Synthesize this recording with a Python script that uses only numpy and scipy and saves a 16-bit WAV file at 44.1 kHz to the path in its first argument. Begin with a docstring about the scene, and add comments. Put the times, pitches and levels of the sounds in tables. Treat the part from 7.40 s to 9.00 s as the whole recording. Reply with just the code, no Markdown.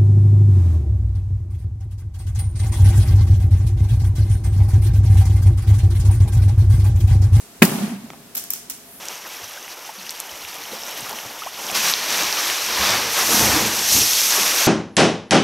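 """Ventilation hums and hisses throughout a workshop, made from coloured noise; an early hiss soon fades.
An air cannon fires a puff of smoke close to a microphone whose input clips: air spits from the muzzle as
noise bursts and the barrel thumps as short sine waves. The hall rings as fading noise, with its low reverberation
drawn as one uneven tone. A small thing ticks, a few short sine waves at a time, then light debris rattles down
in bright noise bursts. A thin high hiss swells near the end."""
import sys
import numpy as np
from scipy import signal
from scipy.fft import rfft, irfft, next_fast_len
from scipy.io import wavfile
from scipy.ndimage import uniform_filter1d

SR = 44100
rng = np.random.default_rng(int(sys.argv[2]) if len(sys.argv) > 2 else 0)


def transcribe(signal):
    """Save signal, clipped to [-1, 1], as a 16-bit WAV file at the path in sys.argv[1]."""
    frames = np.atleast_2d(signal).T
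    limited = np.clip(frames, -1, 1)
    pcm = np.round(limited * 32767).astype(np.int16)
    wavfile.write(sys.argv[1], SR, pcm)


N = 70560  # length in samples

# How alike left and right are for sounds close by: pitch_hz [Hz], likeness [-1 to 1]
NEAR_ALIKE = [(400, 0.69), (1290, 0.89), (2380, 0.35), (4400, -0.082), (8120, -0.54), (15000, 0.11)]
TAIL_START_S = 0.23  # the hall starts to answer
PATCHES_DB = 1.3  # rms unevenness of the fading room sound


def amp(db):
    """Turn decibels into a gain."""
    return 10 ** (np.asarray(db) / 20)


def unit(x):
    """Scale a sound to an rms (average strength) of 1."""
    return x / np.sqrt(np.mean(np.abs(x) ** 2) + 1e-20)


def along(points, hz):
    """Read a curve of (Hz, value) points, with pitch on a log scale."""
    f, v = np.transpose(points)
    return np.interp(np.log(hz + 1), np.log(f + 1), v)


def since(start_s):
    """Seconds since start_s (0 before it), and a switch that is on from then."""
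    t = np.arange(N) / SR - start_s
    return np.maximum(t, 0), t >= 0


def level_over_time(points):
    """Gain at every sample from (s, dB) points."""
    return amp(np.interp(np.arange(N) / SR, *np.transpose(points)))


def filtered(x, response):
    """Shape the frequencies of x with a gain that depends on Hz."""
    m = next_fast_len(N + SR // 2)  # spare room so that the end does not wrap round to the start
    return irfft(rfft(x, m) * response(np.fft.rfftfreq(m, 1 / SR)), m)[..., :N]


def bands(peaks):
    """Gain of a set of resonances, each letting through a band around its own pitch."""
    def response(f):
        total = 0
        for k, (center, width, db) in enumerate(peaks):
            resonance = 1j * f * width / (center * center - f * f + 1j * f * width)
            total = total + (-1) ** k * amp(db) * resonance
        return total
    return response


def diffuse(response, alike=None):
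    """Coloured stereo noise of rms 1: a shared middle and an opposite side set how alike the ears are."""
    # Usual left-right likeness, strong in the bass and weak in the treble: pitch_hz [Hz], likeness [-1 to 1]
    usual_alike = [(60, 0.83), (200, 0.87), (640, 0.64), (1400, 0.38), (3000, 0.057), (6500, -0.063),
                   (15000, 0.16)]
    if alike is None:
        alike = usual_alike

    def middle_and_side(hz):
        turn = np.arccos(np.clip(along(alike, hz), -1, 1)) / 2
        return response(hz) * [np.cos(turn), np.sin(turn)]

    mid, side = filtered(rng.standard_normal((2, N)), middle_and_side)
    return unit(np.array([mid + side, mid - side]))


def dying(x, start_s, share, patchy_db):
    """Fade each frequency of x at a share of the hall's fading time, in patches of random gain."""
    # The hall's time to fade by 60 dB, before the share: pitch_hz [Hz], t60_s [s]
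    hall_t60 = [(100, 1.73), (400, 0.93), (1000, 1.006), (3000, 0.99), (6000, 0.87), (10000, 0.76),
                (15000, 0.56)]
    hz, t, z = signal.stft(x, SR, nperseg=256)
    fade_db = -60 * np.maximum(t - start_s, 0) / (share * along(hall_t60, hz)[:, None])
    field = rng.standard_normal(fade_db.shape)
    field = uniform_filter1d(field, size=12, axis=0)  # smooth across pitch
    field = uniform_filter1d(field, size=3, axis=1)  # smooth across time
    return signal.istft(z * amp(fade_db + patchy_db * unit(field)), SR, nperseg=256)[1][:, :N]


def ventilation():
    """Moving air makes broad noise; the fans hum as noise squeezed into narrow bands."""
    # Colour of the air noise: pitch_hz [Hz], relative level_db [dB per Hz]
    air_colour = [(25, 5), (50, 12.5), (80, 4.5), (129, -8), (210, -1.5), (291, -11.5), (400, -7.5),
                  (635, -10.5), (1150, -11.5), (2200, -14), (4300, -15), (8000, -16), (11500, -17),
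                  (14000, -17), (15800, -24)]
    # Bands of the fans: pitch_hz [Hz], width_hz [Hz], relative level_db [dB]
    fan_bands = [(258, 32, -11), (418.5, 27, -15), (688, 8.6, -9.5)]
    air = diffuse(lambda hz: amp(along(air_colour, hz)))
    hum = diffuse(bands(fan_bands))
    return amp(-43) * air + amp(-53) * hum


def fading_hiss():
    """Coloured noise that dies away early, with a slight rise on the way."""
    # Level of the hiss: time_s [s], level_db [dB]
    hiss_level = [(0, -41.5), (.05, -48.5), (.1, -57), (.2, -53.5), (.5, -70)]
    # Colour of the hiss: pitch_hz [Hz], relative level_db [dB per Hz]
    hiss_colour = [(1000, -9), (4000, -6.5), (7000, 2.5), (9500, 2), (12500, -2), (14000, -24),
                   (15800, -36)]
    return level_over_time(hiss_level) * diffuse(lambda hz: amp(along(hiss_colour, hz)))


def muzzle_spits():
    """Turbulent air bursts out of the muzzle: noise that starts at once and fades."""
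    # Air bursts: start_s [s], level_db [dB], t60_s (time to fade by 60 dB) [s], treble_lift_db [dB]
    air_bursts = [(0.2186, -20.5, 0.0097, 3), (0.2208, -1.5, 0.05, 2.5), (0.2234, 10, 0.018, -4.5),
                  (0.2264, -4, 0.0022, -5), (0.2298, -2.5, 0.019, 14), (0.2304, -1.5, 0.0098, 2.5),
                  (0.234, -16.5, 0.036, 6), (.2505, -12, 0.047, 40), (0.261, -25, 0.0095, 5)]
    # Colour before the treble lift: pitch_hz [Hz], relative level_db [dB per Hz]
    spit_colour = [(200, 5.5), (600, -36), (1500, -1), (2600, -1), (4000, -19), (8000, -18), (15000, -17)]
    out = np.zeros((2, N))
    for start_s, db, t60, lift_db in air_bursts:
        t, _ = since(start_s)
        air = diffuse(lambda hz: amp(along(spit_colour, hz) + lift_db * (hz > 4000)), NEAR_ALIKE)
        out += air * amp(db - 60 * t / t60) * np.minimum(t / 0.00015, 1)
    return out


def barrel_thump():
    """The air column in the barrel swings a few times, while its higher modes ring and fade."""
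    # Swings, direct and off a wall: start_s [s], pitch_hz [Hz], level_db before sag and edges [dB], length_s [s]
    swings = [(.2206, 220, 14, .0112), (.2377, 192, 0, .016)]
    # Higher modes of the barrel: pitch_hz [Hz], level_db [dB], t60_s [s]
    barrel_modes = [(375, 1, 0.048), (577, -3, 0.048), (830, -14.5, 0.056), (948, -6.5, 0.039)]
    sag_db = 12.5  # loss over one swing's length
    rise_s, release_s = 0.0023, 0.0014
    out = np.zeros(N)
    for start_s, hz, db, length in swings:
        t, on = since(start_s)
        edge = np.clip((length - t) / release_s, 0, 1) * np.minimum(t / rise_s, 1)
        out -= on * edge * amp(db - sag_db * t / length) * np.sin(2 * np.pi * hz * t)
    t, _ = since(swings[0][0])
    for hz, db, t60 in barrel_modes:
        out -= amp(db - 60 * t / t60) * np.sin(2 * np.pi * hz * t)
    return out


def hall_tail():
    """The hall answers the shot with wide noise whose pitches fade at different speeds, in patches."""
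    # Colour of the hall's answer: pitch_hz [Hz], relative level_db [dB per Hz]
    tail_colour = [(40, -12), (100, -15.5), (150, -11.5), (230, -2.5), (300, -16.5), (380, -10), (500, -20),
                   (700, -14.5), (1000, -18), (1500, -21), (2800, -23), (3900, -26), (8000, -24.5),
                   (13500, -23), (15800, -27)]
    # Level over the plain fade: time_s [s], level_db [dB]
    tail_swell = [(.232, 5), (.262, -2), (.36, 0), (.44, 3), (.53, 3), (.57, -1.5), (.7, 1)]
    t, _ = since(TAIL_START_S)
    noise = diffuse(lambda hz: amp(along(tail_colour, hz)))
    tail = dying(noise, TAIL_START_S, 0.93, PATCHES_DB)
    tail = tail * (1 - np.exp(-t / 0.0039))  # soft start
    return amp(-17.5) * level_over_time(tail_swell) * tail


def low_reverberation():
    """The hall's low reverberation: one uneven tone on set pitch and level curves, and fading room modes."""
    # Curves of the tone, around 190-245 Hz: time_s [s], pitch_hz [Hz], level_db before the left-right tilt [dB]
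    tone_curves = [(.258, 218, -41), (.288, 225.5, -30), (0.304, 214.8, -33), (.32, 204.4, -21.5),
                   (.335, 214.6, -35), (.352, 228.2, -21), (.372, 205.5, -33), (.39, 192, -27),
                   (.42, 190.4, -27), (.44, 206, -15.5), (0.456, 210.4, -35), (.467, 214, -26),
                   (0.491, 235, -37.5), (0.521, 245, -24.5), (.54, 195, -33), (.56, 191, -38),
                   (.6, 203.8, -34.5), (.625, 225.5, -48), (.648, 228.2, -31), (.67, 232, -55)]
    # Modes around the tone: pitch_hz [Hz], level_db before the left-right tilt [dB], t60_s [s]
    room_modes = [(130.2, -35.5, 1.46), (153.7, -35.5, 1.27), (283, -30.5, 1.16), (351, -37, .8),
                  (563, -37, 0.7)]
    rough_share, spread_hz = 0.3, 60  # neighbouring modes
    t, on = since(TAIL_START_S)
    clock = np.arange(N) / SR
    s, hz, db = np.transpose(tone_curves)
    level_db = np.interp(clock, np.r_[s[0] - .012, s, s[-1] + .1], np.r_[-60, db, -70])
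    slow_noise = filtered(rng.standard_normal((2, N)), lambda f: np.exp(-(f / spread_hz) ** 2))
    a, b = rough_share * unit(slow_noise)
    turn = 2 * np.pi * np.cumsum(np.interp(clock, s, hz)) / SR
    tone = unit((1 + a) * np.sin(turn) + b * np.cos(turn))
    modes = np.zeros(N)
    for f, mode_db, t60 in room_modes:
        modes += amp(mode_db - 60 * t / t60) * np.sin(2 * np.pi * (f * t + rng.random()))
    tilt = amp([[-.6], [.6]])  # right a little louder
    return (on * amp(level_db) * tone + modes * np.minimum(t / 0.047, 1)) * tilt


def ticks():
    """Small dry knocks of a hard object: a few of its modes ring as quickly fading sine waves."""
    # Knocks: start_s [s], level_db before trim and lift [dB], treble_lift_db [dB per octave from 750 Hz]
    knocks = [(0.7031, -24, 5), (0.7341, -27, 1.5), (0.7415, -29.5, -5), (0.7455, -29, -14),
              (.7715, -35, -6)]
    # Modes of the object: pitch_hz [Hz], relative level_db [dB], t60_s [s]
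    object_modes = [(792, 6, 0.0082), (1291, -5.5, 0.022), (2170, -2, 0.0072), (3380, -7, 0.0042),
                    (5830, -15, 0.0053)]
    trim_db = -7.5
    out = np.zeros(N)
    for start_s, db, lift_db in knocks:
        t, on = since(start_s)
        for k, (hz, mode_db, t60) in enumerate(object_modes):
            level_db = db + trim_db + mode_db + lift_db * np.log2(hz / 750)
            out += on * amp(level_db - 60 * t / t60) * (-1) ** k * np.sin(2 * np.pi * hz * t)
    return out


def rattles():
    """Light debris gives short bright noise bursts around a high ring, each with its own wash of room."""
    # Bursts: start_s [s], level_db before tilt [dB], length_s before the fade [s], ring_hz [Hz],
    # broad_db (broad part against the ring) [dB], low_lift_db (broad part below the knee) [dB]
    debris_bursts = [(0.9493, -27, 0.0031, 12800, -13, 1), (0.9514, -22.5, 0.0022, 12900, -12, 2.5),
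                     (0.955, -22, 0.0036, 12600, -5, -4), (0.967, -22, 0.0019, 12800, -4, 0),
                     (0.9705, -20, 0.0022, 13100, -10, 0), (0.9743, -20.5, 0.0063, 12750, -14, -0.5),
                     (0.981, -31, 0.0087, 13500, 9, 0), (0.995, -28, 0.003, 13300, -8, -4),
                     (1.039, -28.5, .0019, 12700, -5, -2), (1.1034, -15.5, 0.0026, 13000, -12.5, -5.5),
                     (1.106, -23, .0022, 13200, -6, -6), (1.111, -30, 0.0043, 12500, 0, -1.5),
                     (1.124, -33, 0.0027, 12700, 1, 1), (1.1348, -19, 0.0032, 12950, -8, -2),
                     (1.1405, -33, 0.0026, 12800, 2, 3), (1.159, -33, .003, 12600, -7, 6),
                     (1.2983, -20, 0.0022, 14200, 2, -9), (1.301, -26, 0.0044, 13640, -8.5, 1),
                     (1.305, -31, 0.0094, 13700, 6, 1), (1.32, -31, 0.0018, 13700, -8, 4)]
    # Colour of the broad part: pitch_hz [Hz], relative level_db [dB per Hz]
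    broad_colour = [(700, -12.5), (1200, -11), (2500, -6.5), (4600, -5), (5600, 0.5), (8000, -0.5),
                    (11000, -2), (15800, -2)]
    knee_hz, ring_width_hz = 5030, 1000
    fade_t60_s = 0.008
    wet_db, wet_ring_db = -12.5, -21.5  # the room's wash, and the ring within it
    room_share = 0.56  # share of the hall's fading time
    out = np.zeros((2, N))
    for start_s, db, length, ring_hz, broad_db, low_db in debris_bursts:
        t, _ = since(start_s)

        def colour(ring_db):
            def response(hz):
                broad = amp(along(broad_colour, hz) + broad_db + low_db * (hz < knee_hz))
                ring = amp(ring_db) * np.exp(-((hz - ring_hz) / ring_width_hz) ** 2)
                return broad + ring
            return response

        fade_db = -60 * np.maximum(t - length, 0) / fade_t60_s
        shape = np.minimum(t / 0.00055, 1) * amp(db + fade_db)
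        out += shape * diffuse(colour(0), NEAR_ALIKE) * amp([[-.7], [.7]])  # right a little louder
        wash_db = db + wet_db + 10 * np.log10(length / 0.0035)  # longer bursts stir the room more
        wash = dying(diffuse(colour(wet_ring_db)), start_s, room_share, PATCHES_DB)
        out += amp(wash_db) * np.minimum(t / 0.0061, 1) * wash
    return out


def thin_hiss():
    """Noise in a high band, very faint at first and swelling late."""
    # Level of the thin hiss: time_s [s], level_db [dB]
    thin_level = [(1.3, -68), (1.44, -53), (1.48, -47.5), (1.54, -44), (1.6, -45)]
    center_hz, width_hz = 11800, 3300
    noise = diffuse(lambda hz: np.exp(-((hz - center_hz) / width_hz) ** 2))
    return level_over_time(thin_level) * noise


def scene():
    """All sources in the workshop added together."""
    background = ventilation() + fading_hiss()
    shot = muzzle_spits() + barrel_thump()
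    hall = hall_tail() + low_reverberation()
    return background + shot + hall + ticks() + rattles() + thin_hiss()


def record(dry):
    """The microphone cuts the deep bass, the input clips, then a further bass cut and a top limit follow."""
    mic_cut_hz, top_hz = 122, 15843
    clip_level, clip_hardness = 0.93, 18  # a higher hardness gives a sharper corner

    def low_cut(hz, edge_hz):
        return -hz * hz / (edge_hz ** 2 - hz * hz + 1.4j * hz * edge_hz)

    def after_clipping(hz):
        dip = 1 - .7 * np.exp(-((hz - 78) / 22) ** 2)  # weaker around 78 Hz
        return (hz < top_hz) * np.abs(low_cut(hz, 50)) * dip

    heard = filtered(dry, lambda hz: low_cut(hz, mic_cut_hz))
    clipped = heard / (1 + np.abs(heard / clip_level) ** clip_hardness) ** (1 / clip_hardness)
    return filtered(clipped, after_clipping)


dry = scene()
out = record(dry)
transcribe(out)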